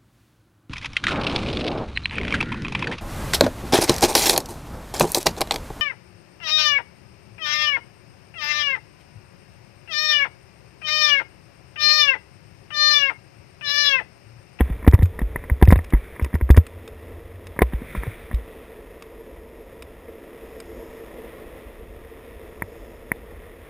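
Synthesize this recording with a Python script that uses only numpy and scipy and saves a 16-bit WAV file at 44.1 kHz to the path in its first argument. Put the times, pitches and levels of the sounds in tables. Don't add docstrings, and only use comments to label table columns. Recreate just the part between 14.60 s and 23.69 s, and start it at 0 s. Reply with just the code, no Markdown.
import sys
import numpy as np
from scipy import signal
from scipy.fft import rfft, irfft, next_fast_len
from scipy.io import wavfile

SR = 44100
rng = np.random.default_rng(int(sys.argv[2]) if len(sys.argv) > 2 else 0)


def generate_wav(sig):
    pcm = np.round(np.clip(np.atleast_2d(sig).T, -1, 1) * 32767).astype(np.int16)
    wavfile.write(sys.argv[1], SR, pcm)


N = 400869
TIME = np.arange(N) / SR

# from/s, to/s
FIDGETS = [(0.05, 2.05), (2.95, 3.25)]
# t/s, knock level/dB, hardness/dB, thud pitch f/Hz,
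# rocking level/dB, rocking pitch f/Hz, time for the rocking to fall 60 dB/s
JOLTS = [(0.005, -4.5, 2, 330, -11, 65, .16), (0.099, -16.5, -10, 200, -18, 56, .13),
         (0.2752, 6, -6, 274, -1.5, 69.5, .089), (0.334, -4, -14, 215, 2, 89.6, .047),
         (0.388, -16, -3, 230, -11.5, 56, .083), (0.421, -13.5, -3, 221, -7.5, 88, .13),
         (0.615, -12, -14, 230, -17.5, 52.3, .21), (0.904, -26, -3, 200, -10.5, 65, .11),
         (1.0234, 2.5, -5, 299, -3.5, 64.6, .11), (1.073, -14.5, 6, 250, -1.5, 88, .087),
         (1.1224, 5.5, -1.5, 282, -5, 61, .11), (1.156, -16, 11, 300, -15, 82, .17),
         (1.3338, -2.5, -11, 222, -6.5, 48, .13), (1.612, -23, 1, 250, -14.5, 68, .13),
         (1.739, -9, -11, 230, -14, 78, .1), (1.812, -23, -5, 230, -14, 64, .18),
         (1.9009, 0.5, -7.5, 292, -2, 66.4, .13), (1.9725, -2, -1.5, 250, 0.5, 81.7, .081),
         (3.017, 2.5, 4, 350, -14, 60, .19), (3.133, -16, -8, 220, -19, 56.5, .15),
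         (3.217, -20.5, -16, 230, -36, 60, .1), (3.364, -28, -10, 220, -21, 53.8, .17),
         (3.466, -20.5, -1, 200, -20.5, 101, .069), (3.728, -25, 0, 237, -16, 55.4, .19),
         (8.02, -32, 0, 200, -35, 89, .11)]


def from_db(db):
    return 10 ** (np.asarray(db) / 20)


def rms_one(x):
    return x / np.sqrt(np.mean(x ** 2) + 1e-20)


def in_time(rows):
    s, *columns = np.transpose(rows)
    return [np.interp(TIME, s, column) for column in columns]


def drift(rate):
    knots = rng.standard_normal(2000)
    return rms_one(np.interp(TIME * rate, np.arange(len(knots)), knots))


def swell(start_s, length_s, attack_s, release_s):
    rise = (TIME - start_s) / attack_s
    fall = (start_s + length_s - TIME) / release_s
    return np.clip(np.minimum(rise, fall), 0, 1)


def coloured(x, spectrum):
    hz, level_db = np.transpose(spectrum)
    size = next_fast_len(N)
    bins = np.maximum(np.fft.rfftfreq(size, 1 / SR), 1)
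    top_fade = 1 + (bins / hz[-1] / 2) ** 4
    gain = from_db(np.interp(np.log(bins), np.log(hz), level_db)) / top_fade
    return rms_one(irfft(rfft(x, size) * gain, size)[:N])


def resonate(x, modes, order=2):
    out = 0
    for k, (hz, width_hz, level_db) in enumerate(modes):
        r = np.exp(-np.pi * width_hz / SR)
        top = (1 - r * r) / 2
        section = [top, 0, -top, 1, -2 * r * np.cos(2 * np.pi * hz / SR), r * r]
        sign = (-1) ** (k * order)
        out = out + sign * from_db(level_db) * signal.sosfilt([section] * order, x + 1e-18)
    return out


def add(track, s, sound):
    start = max(int(s * SR), 0)
    track[start:start + len(sound)] += sound[:N - start]


def blow(modes, edge_hz, contact_s, scuff, scuff_t60):
    t = TIME[:SR // 10]
    push = t * np.exp(-t / max(contact_s, 1 / SR))
    scuff_shape = (1 - np.exp(-t / .001)) * from_db(-60 * t / max(scuff_t60, .003))
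    force = push / push.sum() + scuff * scuff_shape * rng.standard_normal(len(t))
    struck = [(hz, width, db + 1.6 * rng.standard_normal()) for hz, width, db in modes]
    damping = signal.butter(10, min(edge_hz, SR / 3), fs=SR, output="sos")
    sound = signal.sosfilt(damping, resonate(force, struck, order=1))
    return sound / np.sqrt(np.sum(sound ** 2) / (.004 * SR))


def wind():
    # t/s, relative level/dB
    flow = [(4.0, -47.5), (4.15, -52.5), (5.45, -48.5), (5.75, -53.0), (6.04, -46.5), (6.33, -50.0),
            (7.34, -44.5), (7.49, -50.0), (7.78, -46.0), (9.09, -47.5)]
    # f/Hz, level per Hz/dB
    buffet = [(15, -12), (30, -0.5), (52, 4.5), (80, -0.5), (110, -11.5), (160, -16), (400, -21.5)]
    gain_db, stir_db, stir_attack_s, stir_settle_s = 1.0, 11, .05, 1.6
    flow_db, = in_time(flow)
    stir = sum(swell(start, end - start, stir_attack_s, stir_settle_s) for start, end in FIDGETS)
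    eddies_db = 1.2 * drift(rate=9)
    level_db = gain_db + flow_db + stir_db * stir + eddies_db
    return coloured(rng.standard_normal(N), buffet) * from_db(level_db)


def drone():
    # f/Hz, width/Hz, level/dB
    ring = [(83.7, 21, 0)]
    start_s, length_s, fade_s, level_db = 2.05, 0.98, .1, -43.5
    gain = from_db(level_db) * swell(start_s, length_s, fade_s, fade_s)
    return rms_one(resonate(rng.standard_normal(N), ring)) * gain


def road_grain(per_s, spread_db):
    sizes = from_db(spread_db * np.minimum(rng.exponential(1, N), 4)) * rng.standard_normal(N)
    return sizes * (rng.random(N) < per_s / SR)


def wheels():
    # t/s, relative hum level/dB, relative hiss level/dB
    ride = [(0.0, -50.0, -57.0), (0.3, -49.0, -60.0), (0.89, -48.0, -60.5), (1.19, -51.0, -58.5),
            (1.79, -50.0, -60.0), (2.53, -44.0, -59.0), (2.68, -48.5, -60.5), (3.58, -48.0, -56.0),
            (4.62, -44.5, -61.5), (5.66, -45.0, -60.0), (5.81, -43.5, -57.5), (6.11, -41.0, -58.0),
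            (6.71, -41.5, -56.0), (7.0, -44.0, -56.5), (7.3, -46.5, -60.5), (7.75, -44.0, -58.0),
            (8.2, -45.0, -60.0), (9.09, -48.0, -58.5)]
    # f/Hz, width/Hz, level/dB
    deck = [(245, 93, -3), (340.4, 28.6, 3.5), (453, 79.4, 6), (511, 85, -4), (658, 47, -6.5),
            (954, 73, -11.5)]
    # f/Hz, level per Hz/dB
    hiss_colour = [(100, 3), (600, 7.5), (820, -2), (1030, 0.5), (1330, -1), (1520, -6), (1900, 2.5),
                   (2300, -3.5), (2650, -4.5), (2950, -10.5), (3500, -9), (4200, -21), (7500, -31),
                   (9000, -20)]
    # f/Hz, width/Hz, level/dB
    sizzle_ring = [(5210, 870, -6), (6700, 980, -7)]
    # start t/s, length/s
    tilts = [(5.7, 0.95), (7.8, 0.72)]
    hum_gain_db, hiss_gain_db = 0.1, 10.0
    sizzle_base_db, sizzle_follows = -74, .4
    tilt_turn_s, tilt_sizzle_db = .33, 5.5

    hum_db, hiss_db = in_time(ride)
    tilt = sum(swell(s, length_s, tilt_turn_s, tilt_turn_s) for s, length_s in tilts)
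    sizzle_db = sizzle_base_db + sizzle_follows * (hum_db - hum_db.mean()) + tilt_sizzle_db * tilt
    patches_db = .6 * drift(rate=14)
    hum = rms_one(resonate(road_grain(per_s=3300, spread_db=3), deck)) * from_db(hum_db + hum_gain_db)
    hiss = coloured(road_grain(per_s=9000, spread_db=2.0), hiss_colour) * from_db(hiss_db + hiss_gain_db)
    sizzle = rms_one(resonate(rng.standard_normal(N), sizzle_ring)) * from_db(sizzle_db)
    return hum * from_db(patches_db) + (hiss + sizzle) * from_db(patches_db / 2)


def ticks():
    # t/s, relative level/dB
    crackles = [(0.3114, -41), (0.3402, -31), (0.429, -39), (0.4559, -40.5), (0.5927, -42.5), (1.052, -38),
                (1.0862, -34.5), (1.1106, -32), (1.1772, -43), (1.2437, -42), (1.3029, -44), (1.6227, -42),
                (1.6443, -35), (1.748, -42), (1.907, -30), (1.9662, -28), (2.0657, -38.5), (2.2763, -40),
                (2.8684, -40.5), (3.7439, -41), (4.4224, -38.5), (5.2223, -37.5), (6.0013, -38)]
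    # f/Hz, width/Hz, level/dB
    ring = [(1100, 480, 3), (2550, 470, 6), (3670, 180, 4.5), (5100, 360, -2), (6660, 440, -7),
            (8800, 2000, -8)]
    gain_db, edge_hz = 0.5, 11000
    out = np.zeros(N)
    for s, level_db in crackles:
        crackle = blow(ring, edge_hz, contact_s=0.00015, scuff=0.54, scuff_t60=.018)
        add(out, s, from_db(level_db + gain_db) * crackle)
    return out


def rub():
    # start t/s, length/s, level/dB
    strokes = [(-0.2, 0.65, -49.5), (0.55, 0.55, -50.5), (1.2, 0.65, -49), (2.95, 0.95, -48.5),
               (3.24, 0.33, -38)]
    # f/Hz, level per Hz/dB
    skin = [(200, 6), (800, -21.5), (1350, -3.5), (1600, -3), (2000, 1), (2350, 1.5), (2900, -19),
            (3600, -11), (4200, -28)]
    attack_s, release_s = .27, .36
    pressure = sum(from_db(db) * swell(s, length_s, attack_s, release_s) for s, length_s, db in strokes)
    catch_and_slip = from_db(1.65 * drift(rate=120))
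    return coloured(rng.standard_normal(N), skin) * pressure * catch_and_slip


def tap(level_db, bass_db, scuff_t60):
    # f/Hz, width/Hz, level/dB
    case = [(125, 260, 8.5), (580, 116, -23), (952, 87, 2), (1390, 79, -19), (1794, 550, 9.5),
            (2070, 700, 9.5)]
    gain_db, edge_hz = -6.5, 2260
    modes = [(hz, width, db + bass_db * (hz < 1500)) for hz, width, db in case]
    sound = blow(modes, edge_hz, contact_s=.00004, scuff=0.089, scuff_t60=scuff_t60)
    return from_db(level_db + gain_db) * sound


def knock(level_db, hardness_db, thud_hz):
    # f/Hz, width/Hz, level/dB
    body = [(515, 94, -8), (745, 50, -9.5), (1017, 85, -12), (1370, 220, -18.5), (1880, 260, -16.5),
            (2510, 660, -24.5), (3630, 560, -25)]
    gain_db, edge_hz = -7, 3800
    thud = [(thud_hz / 2, 120, -2), (thud_hz, 130, 0)]
    modes = thud + [(hz, width, db + hardness_db) for hz, width, db in body]
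    sound = blow(modes, edge_hz, contact_s=0.00019, scuff=0.054, scuff_t60=0.033)
    return from_db(level_db + gain_db) * sound


def disperse(x, hz, width_hz):
    r = np.exp(-np.pi * width_hz / SR)
    poles = [1, -2 * r * np.cos(2 * np.pi * hz / SR), r * r]
    return signal.lfilter(poles[::-1], poles, x + 1e-18)


def handling():
    # t/s, relative level/dB, bass level/dB
    finger_taps = [(0.0155, -20, 12), (0.227, -28, 4), (0.246, -22.5, 4), (0.333, -16, 9), (0.348, -17, 17),
                   (0.590, -17.5, 4), (0.759, -12, 1.5), (0.839, -26.5, 11), (0.898, -16.5, -2),
                   (1.1047, -10.5, 1), (1.1894, -18.5, 4), (1.3474, -21.5, 8), (1.596, -18.5, 2),
                   (1.6457, -21, 13), (1.6615, -24, 12), (1.7538, -16.5, 11), (1.811, -16.5, 4),
                   (1.945, -20, 3), (2.963, -26, 17), (2.99, -9, -1), (3.35, -16.5, 12), (3.4339, -19.5, 4),
                   (3.7125, -22, 11), (8.021, -13, -2), (8.5167, -7.5, -7)]
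    tap_t60_s, octaves_per_bass_db = .017, .065
    grab_lead_s, grab_db, grab_follows, grab_bass_db, grab_t60_s = .0095, -19, .75, 10, .04
    case_under_knock_db, case_per_hard_db, case_lag_s, case_bass_db = -10, .35, .002, 2.5
    brushes_per_s, brush_db, brush_spread_db, brush_bass_db, brush_t60_s = 7, -35, 2, 5, .04

    out = np.zeros(N)
    for s, level_db, bass_db in finger_taps:
        add(out, s, tap(level_db, bass_db, tap_t60_s * 2 ** (octaves_per_bass_db * bass_db)))
    for s, level_db, hardness_db, thud_hz, *_ in JOLTS:
        case_db = level_db + case_under_knock_db + case_per_hard_db * hardness_db
        add(out, s - grab_lead_s, tap(grab_db + grab_follows * level_db, grab_bass_db, grab_t60_s))
        add(out, s, knock(level_db, hardness_db, thud_hz))
        add(out, s + case_lag_s, tap(case_db, case_bass_db, scuff_t60=.022))
    for start, end in FIDGETS:
        for s in rng.uniform(start, end, int(brushes_per_s * (end - start))):
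            level_db = brush_db + brush_spread_db * rng.standard_normal()
            add(out, s, tap(level_db, brush_bass_db, brush_t60_s))
    return disperse(out, hz=1900, width_hz=1340)


def thumps(rise_s=0.0015, low_cut_hz=32):
    gain_db = 7.5
    base_lag_s, lag_s_per_db = .0038, .0003
    out, t = np.zeros(N), TIME[:SR // 2]
    for s, knock_db, _, _, rocking_db, hz, t60 in JOLTS:
        swing = (1 - np.exp(-t / rise_s)) * from_db(-60 * t / t60)
        lag_s = base_lag_s - lag_s_per_db * knock_db
        add(out, s + lag_s, -from_db(rocking_db + gain_db) * swing * np.sin(2 * np.pi * hz * t))
    return signal.sosfilt(signal.butter(1, low_cut_hz, "high", fs=SR, output="sos"), out)


def scene():
    mono = wind() + drone() + wheels() + ticks() + rub() + handling() + thumps()
    return np.array([mono, mono])


def record(dry, mirror_db=1.0):
    hold_hz, cutoff_hz = 12000, 15400
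    slope = np.gradient(dry, axis=1) * SR / (2 * np.pi * hold_hz)
    slope = signal.sosfilt(signal.butter(6, 4200, fs=SR, output="sos"), slope)
    mirror = from_db(mirror_db) * slope * 2 * np.sin(2 * np.pi * hold_hz * TIME)
    clipped = np.clip(dry + mirror, -1, 1)
    return signal.sosfilt(signal.ellip(10, .1, 80, cutoff_hz, fs=SR, output="sos"), clipped)


dry = scene()
out = record(dry)
generate_wav(out)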